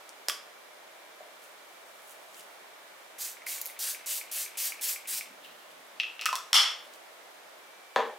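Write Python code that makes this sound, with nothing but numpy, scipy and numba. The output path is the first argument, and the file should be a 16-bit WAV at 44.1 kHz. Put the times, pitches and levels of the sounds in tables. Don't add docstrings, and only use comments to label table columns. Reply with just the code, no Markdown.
import sys
import numpy as np
from scipy import signal
from scipy.fft import rfft, irfft, next_fast_len
from scipy.io import wavfile
from scipy.ndimage import uniform_filter1d, minimum_filter1d, map_coordinates
from numba import njit

SR = 44100
rng = np.random.default_rng(int(sys.argv[2]) if len(sys.argv) > 2 else 0)


def unload_audio(sound):
    columns = np.transpose(np.atleast_2d(sound))
    steps = np.round(np.clip(columns, -1, 1) * 32767)
    wavfile.write(sys.argv[1], SR, steps.astype(np.int16))


def invert_db(x):
    u = np.asarray(x, float) / 20
    return 10 ** u


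N = 360738


def unit(x):
    return x / np.sqrt(np.mean(x ** 2) + 1e-20)


def along(points, hz):
    f, v = np.transpose(points)
    return np.interp(np.log(hz + 1), np.log(f + 1), v)


def wobble(rate):
    knots = rng.standard_normal(int(N * rate / SR) + 4)
    return map_coordinates(knots, [np.arange(N) * rate / SR])


def filtered(x, response):
    n = x.shape[-1]
    m = next_fast_len(n + SR // 4)
    return irfft(rfft(x, m) * response(np.fft.rfftfreq(m, 1 / SR)), m)[..., :n]


def resonances(modes):
    def response(f):
        total = 0
        for k, (centre, width, db) in enumerate(modes):
            resonator = 1j * f * width / (centre * centre - f * f + 1j * f * width)
            total = total + (-1) ** k * invert_db(db) * resonator
        return total
    return response


def noise(spectrum, alike):
    def mid_side(hz):
        turn = np.arccos(np.clip(along(alike, hz), -1, 1)) / 2
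        return invert_db(along(spectrum, hz)) * [np.cos(turn), np.sin(turn)]
    mid, side = filtered(rng.standard_normal((2, N)), mid_side)
    return unit(np.array([mid + side, mid - side]))


def patchy(x, depth_db):
    z = signal.stft(x, nperseg=512)[2]
    field = rng.standard_normal(z.shape[1:])
    field = uniform_filter1d(uniform_filter1d(field, size=8, axis=0), size=12, axis=1)
    return signal.istft(z * invert_db(depth_db * unit(field)), nperseg=512)[1][:, :N]


def blow(s, db, scrape, modes):
    size, lead = 2 ** 13, SR // 100
    hz = np.fft.rfftfreq(size, 1 / SR)
    lag = np.abs(map_coordinates(rng.standard_normal(SR // 400), [hz / (SR / 160)]))
    turns = np.cumsum(lead / SR + scrape * lag) * SR / size
    sound = irfft(np.exp(-2j * np.pi * turns) * resonances(modes)(hz), size)
    touched = np.clip((np.arange(size) - lead) / (scrape * SR / 2) + 1, 0, 1)
    return np.pad(invert_db(db) * sound * touched, (round(s * SR) - lead, N))[:N]


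def add(track, s, db, hz, t60, rough, attack=0.00011):
    t = np.arange(SR // 5) / SR
    phase = 2 * np.pi * hz * t + rough * np.cumsum(rng.standard_normal(len(t)))
    envelope = invert_db(db - 60 * t / t60) * (1 - np.exp(-t / attack))
    part = track[round(s * SR):][:len(t)]
    part += (envelope * np.sin(phase))[:len(part)]


# hz [Hz], t60_s [s]
ROOM_T60 = [(250, 0.54), (800, 0.45), (3000, 0.4), (6000, 0.35), (15000, 0.23)]


def room(x, wet_db, alike, gap, early_db, early=0.0054):
    hz, t, z = signal.stft(rng.standard_normal((2, SR // 2)), SR, nperseg=256)
    clumps_db = 2.35 * rng.standard_normal(len(t)) * np.exp(-t / 0.05)
    decay_db = 60 * t / along(ROOM_T60, hz)[:, None]
    level_db = clumps_db + early_db * np.exp(-t / early) - decay_db
    a, b = signal.istft(z * invert_db(level_db), SR, nperseg=256)[1]
    turn = np.arccos(np.clip(alike, -1, 1)) / 2
    mid, side = np.cos(turn) * a, np.sin(turn) * b
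    tail = np.array([mid + side, mid - side]) / np.linalg.norm(a)
    tail = np.pad(tail, ((0, 0), (round(gap * SR), 0)))
    x = np.atleast_2d(x)
    sounding = np.flatnonzero(np.abs(x[0]) > 1e-9)
    first, last = sounding[0], sounding[-1]
    echoes = signal.fftconvolve(x[:, first:last], tail, axes=1)
    return x + invert_db(wet_db) * np.pad(echoes, ((0, 0), (first, N)))[:, :N]


# start_s [s], hands_left_minus_right_db [dB], whine_db [dB], drone_db [dB]
SHOTS = [
    (0, -1.2, -66.5, -63),
    (3.69, 0.5, -90, -62.5),
    (7.6, 1, -62.5, -73),
]


def shot(column):
    rows = np.array(SHOTS)
    current = np.searchsorted(rows[1:, 0], np.arange(N) / SR)
    return uniform_filter1d(rows[current, column], size=400)


# hz [Hz], density_db [dB per Hz]
HUM = [(82, -62), (140, -30), (161, -20.5), (221, -19), (342, -8.5), (632, -2), (2200, -6.5), (2580, -10),
       (3550, -10.5), (4590, -15), (15100, -23), (16000, -33)]
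# hz [Hz], likeness [0 to 1]
HUM_ALIKE = [(60, 0.86), (150, 0.78), (380, 0.38), (950, 0.28), (2380, 0.027), (5980, 0.15), (15000, 0.68)]
# hz [Hz], density_db [dB per Hz]
RUMBLE = [(12, -44), (20, -14), (54, -17), (75, -4), (108, -1), (140, -11), (180, -30), (310, -120)]


def hum():
    bed = invert_db(-51.5 + 0.22 * wobble(1.82) + 0.17 * wobble(3.8)) * noise(HUM, HUM_ALIKE)
    bed = bed + invert_db(-96.5) * noise(RUMBLE, HUM_ALIKE)
    whine_hz, drone_hz, lean_db = 2325, 614, -0.9
    cycles = np.cumsum(whine_hz + 1.15 * wobble(1.3)) / SR
    whine = invert_db(shot(column=2) + 0.92 * wobble(4)) * np.sin(2 * np.pi * cycles + [[0], [.6]])
    fuzz = unit(filtered(rng.standard_normal((2, N)), resonances([(drone_hz, 70, 0)])))
    drone = invert_db(shot(column=3) + 1.5 * wobble(2.13)) * fuzz
    return (bed + whine + drone) * invert_db([[lean_db / 2], [-lean_db / 2]])


def swells(peaks, rise, fall):
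    t = np.arange(N) / SR
    gain = 0
    for s, db, up, down in zip(*np.broadcast_arrays(*np.transpose(peaks), rise, fall)):
        gain = gain + invert_db(db - 21.5 * np.maximum((s - t) / up, (t - s) / down))
    return gain


# peak_s [s], swell_s [s], fade_s [s], weave_db [dB], folds_db [dB]
RUBS = [(1.436, .06, 0.15, -57, -65), (1.736, .12, .1, -63, -75), (1.894, .15, .25, -65, -72),
        (2.12, .15, .06, -52.5, -64), (2.23, .08, 0.14, -64, -71), (2.396, 0.1, 0.063, -51, -55.5),
        (2.54, .25, .05, -63.5, -72), (5.45, 0.034, 0.17, -72, -49.5), (5.634, .1, 0.08, -72, -62),
        (5.714, 0.036, 0.026, -63, -57), (6.85, .05, .1, -61, -60), (6.936, .02, .14, -62, -64)]
# hz [Hz], level_db [dB]
WEAVE = [(4000, -19), (6500, 0.5), (10000, 2), (16000, -4)]
# hz [Hz], level_db [dB]
FOLDS = [(1800, -26), (2800, 7), (4000, -2), (6000, -14.5)]
# peak_s [s], level_db [dB]
SLEEVE = [(5.156, -66), (5.318, -65), (5.44, -69), (5.526, -69), (5.798, -66.5), (5.99, -70)]
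# hz [Hz], level_db [dB]
WOOL = [(110, -30), (160, -4.5), (280, 2), (420, -22)]


def rustle():
    s, rise, fall, weave_db, folds_db = np.transpose(RUBS)
    fine = unit(invert_db(2.3 * wobble(340)) * noise(WEAVE, [(5000, 0.85)]))
    coarse = unit(invert_db(1.7 * wobble(200)) * noise(FOLDS, [(3000, .6)]))
    wool = swells(SLEEVE, 0.15, 0.15) * noise(WOOL, [(200, 0.9)])
    fine = swells(np.c_[s, weave_db], rise, fall) * fine
    coarse = swells(np.c_[s, folds_db], rise, fall) * coarse
    return fine + coarse + wool


# hz [Hz], density_db [dB per Hz]
CREAK = [(500, -60), (1500, -15.5), (2200, 1), (2800, -3), (4200, -10), (6000, -40)]


def creak():
    t = np.arange(N) / SR
    working = uniform_filter1d(1.0 * ((t > 3.46) & (t < 5.28)), size=2000)
    return invert_db(-59) * working * unit(invert_db(5.6 * wobble(160)) * noise(CREAK, [(2000, .8)]))


# start_s [s], peak_db [dB], pitch_hz [Hz], width_hz [Hz]
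NAILS = [(.0925, -29, 5760, 3000), (2.345, -34, 4500, 3000), (2.4074, -33.5, 5000, 4000),
         (5.716, -44, 3500, 3000), (6.715, -36, 7500, 3000), (6.938, -34, 5000, 2500)]


def nails():
    ticks = 0
    for s, db, hz, width in NAILS:
        ticks = ticks + blow(s, db + 13, 0.00043, [(hz, width, .1), (1.9 * hz, width, -5)])
    return ticks


# start_s [s], level_db [dB], pitch_hz [Hz],
# t60_s [s]
HOLLOW = [(1.201, -43.5, 730, 0.025), (1.206, -36, 614, 0.042), (1.256, -42, 630, 0.04),
          (1.769, -47, 540, 0.037), (6.289, -24, 1234, 0.06), (6.3288, -15.5, 1035, 0.026),
          (7.966, -30, 223.6, 0.15)]


def knocks():
    x = np.zeros(N)
    for s, db, hz, t60 in HOLLOW:
        add(x, s, db, hz, t60, rough=0.011, attack=0.00053)
    return x


# start_s [s], level_db [dB], contact_s [s]
SET_DOWN = [
    (7.9608, 20, 0.00032),
    (7.974, 10.5, 0.00039),
]
# hz [Hz], width_hz [Hz], level_db [dB]
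TABLE = [(227, 30, -12), (441, 50, 6), (598, 66, 4), (799, 57, 4.5), (1030, 157, 2), (1720, 310, -4.5),
         (2550, 670, -15), (3400, 400, -12), (4500, 910, -22.5), (6600, 1300, -28), (13400, 1300, -42)]


def table():
    return sum(blow(*touch, TABLE) for touch in SET_DOWN)


# hz [Hz], width_hz [Hz], level_db [dB]
LOOSE_RINGS = [(527, 490, -7), (1800, 430, -5), (3300, 1100, -10.5), (5050, 350, 3.5), (8450, 5700, -10),
               (14500, 2100, -20)]
# hz [Hz], width_hz [Hz], level_db [dB]
FREE_RINGS = [(1166, 105, -0.5), (1800, 1300, -9), (3350, 200, 0), (5500, 300, -6), (7200, 2000, -16),
              (11000, 3700, -16)]


def cap_pops():
    return blow(.2843, 11.1, 0.00122, LOOSE_RINGS) + blow(.2971, 12, 0.00048, FREE_RINGS)


# start_s [s], wall_peak_db [dB], wall_hz [Hz], hollow_re_wall_db [dB], hardness_db [dB]
CAP = [(5.9993, -8.5, 2640, -29, -13.5), (6.0338, -17, 2620, -20, -28), (6.193, -22.5, 2700, -17, -16),
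       (6.212, -22.5, 2560, -31, 0), (6.2199, -23.5, 2550, -13, -12), (6.2305, -32, 2900, -12, -4),
       (6.238, -33, 2900, -12, -4), (6.257, -18, 3100, -3, 6), (6.2613, -11.5, 2610, -3, -13),
       (6.3285, -23, 2620, -8, 1), (6.355, -22.5, 3450, -4, 6)]


def cap():
    x = np.zeros(N)
    for s, db, wall_hz, hollow_db, rim_db in CAP:
        crack_db = 1.66 * rim_db
        air = [(1270, 110, hollow_db + 5.5), (1900, 600, hollow_db / 2 - 8.5)]
        wall = [(wall_hz, 170, 0.1), (1.224 * wall_hz, 600, -9)]
        rim = [(4100, 900, rim_db / 2 - 10), (5600, 800, rim_db - 9)]
        crack = [(7700, 1200, crack_db - 16.5), (11500, 5000, crack_db - 23.5)]
        x += blow(s - 0.0001, db + 28, 0.00059, air + wall + rim + crack)
    return x


# hz [Hz], width_hz [Hz], level_db [dB]
HOME_RINGS = [(860, 310, -14), (1290, 210, -6.5), (2100, 450, -9), (3000, 330, -2.5), (3430, 160, 2.5),
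              (4300, 320, -6), (5400, 380, -2), (7450, 1100, -14), (9700, 2300, -16.5), (14000, 3900, -29)]


def cap_snaps():
    return blow(6.5303, 27.6, .0011, HOME_RINGS)


# start_s [s], peak_db [dB]
PRIMING = [(3.1795, -41), (3.3692, -38.5), (3.419, -35), (3.467, -22.5), (3.5808, -35), (3.629, -39),
           (3.653, -37), (3.699, -35), (3.7658, -37)]
# start_s [s], peak_db [dB]
RETURNS = [(3.9469, -27.5), (4.2123, -27), (4.4614, -30), (4.7212, -23.5), (4.9607, -26), (5.2094, -24.5)]


def pump():
    ticks = [(s, db, 2080) for s, db in PRIMING] + [(s, db, 2260) for s, db in RETURNS]
    primed = RETURNS[0][0]
    for s, *_ in STROKES:
        if s > primed:
            ticks.append((s - .017, -39.5 + 7 * (s - primed), 2390))
    x = np.zeros(N)
    for s, db, hz in ticks:
        rings = [(hz, 270, .1), (1.21 * hz, 550, -9.5), (5000, 3000, -27)]
        x += blow(s + 0.00035, db + 28.5, 0.00027, rings)
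    return x


# start_s [s], peak_db [dB], pitch_hz [Hz], bore_re_peak_db [dB]
SPITS = [(3.609, -29, 13500, -14), (3.6142, -13.5, 14000, -9), (3.6445, -30, 9500, -13),
         (3.6495, -32, 14500, -12), (3.6572, -17, 14000, -12), (3.6625, -19.5, 12700, -9.5),
         (3.6712, -21, 11400, -17)]


def spits():
    x = np.zeros(N)
    for s, db, hz, bore_db in SPITS:
        rings = [(4500, 2500, bore_db - 2.5), (7000, 350, bore_db + 7), (9800, 2000, -8), (hz, 1800, .1)]
        x += blow(s + .0003, db + 14.5, 0.00122, rings)
    return x


# valve_opens_s [s], open_s [s], jet_db [dB], end_pressure_loss_db [dB]
STROKES = [(3.184, 0.063, -34, 1.2), (3.25, .065, -39.5, 7), (3.464, 0.16, -32.5, 17),
           (3.64, 0.072, -46, 4), (3.79, 0.13, -30.5, 4), (4.06, 0.12, -32, 2.5), (4.314, 0.12, -31.5, 3),
           (4.572, 0.11, -30, 1.5), (4.811, 0.12, -29, 5.5), (5.073, 0.11, -31.5, 3.5)]
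# hz [Hz], density_db [dB per Hz]
JET = [(530, -53), (900, -37), (1090, -9.5), (1270, -14), (1690, -7.5), (2830, -3.5), (4020, -2), (6540, 1),
       (12900, 2), (15700, -1), (16500, -66)]


def spray():
    pressure, t = np.zeros(N), np.arange(SR // 2) / SR
    for s, length, db, sag_db in STROKES:
        build_db = 7.5 * np.exp(-t / 0.026)
        loss_db = sag_db * np.minimum(t / length, 1) ** 2.05
        shut_db = 453 * np.maximum(t - length, 0)
        pressure[round(s * SR):][:len(t)] += invert_db(db - build_db - loss_db - shut_db)
    droplets = invert_db(0.9 * wobble(900) + 1.3 * wobble(55))
    hiss = patchy(noise(JET, [(1000, 1.0), (3000, 0.96)]), depth_db=1.6)
    return pressure * unit(droplets * hiss)


def scene():
    handling = room(cap(), wet_db=-0.5, alike=0.77, gap=0.0037, early_db=6.5)
    handling += room(knocks(), wet_db=-2.5, alike=0.9, gap=0.00393, early_db=4)
    handling += room(cap_pops(), wet_db=-3.5, alike=0.76, gap=0.0044, early_db=2.0)
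    handling += room(cap_snaps(), wet_db=6.5, alike=0.81, gap=0.0065, early_db=-2.5, early=0.017)
    handling += room(pump(), wet_db=-2.5, alike=0.81, gap=0.0033, early_db=5)
    handling += room(spits() + nails(), wet_db=-4.5, alike=0.4, gap=0.0034, early_db=10)
    handling += room(table(), wet_db=-0.5, alike=0.91, gap=.003, early_db=-2.5)
    handling = filtered(handling, lambda hz: (1j * hz / (200 + 1j * hz)) ** 4)
    jet = room(spray(), wet_db=-8.5, alike=0.74, gap=.004, early_db=-9.0)
    lean_db = shot(column=1)
    return (handling + jet + rustle() + creak()) * invert_db([lean_db / 2, -lean_db / 2]) + hum()


@njit
def recover(needed, step):
    gain = needed.copy()
    for i in range(1, len(gain)):
        gain[i] = min(needed[i], gain[i - 1] + step * (1 - gain[i - 1]))
    return gain


def band_limit(x):
    return signal.sosfilt(signal.butter(12, 16990, fs=SR, output="sos"), x)


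def record(dry):
    peak = np.abs(dry).max(0) + 1e-9
    needed = minimum_filter1d(np.minimum(1, 0.42 / peak), size=45)
    gain = uniform_filter1d(recover(needed, 1 / (0.077 * SR)), size=22)
    mix = filtered(dry * gain, lambda hz: hz < 16400)
    return band_limit(mix)


dry = scene()
out = record(dry)
unload_audio(out)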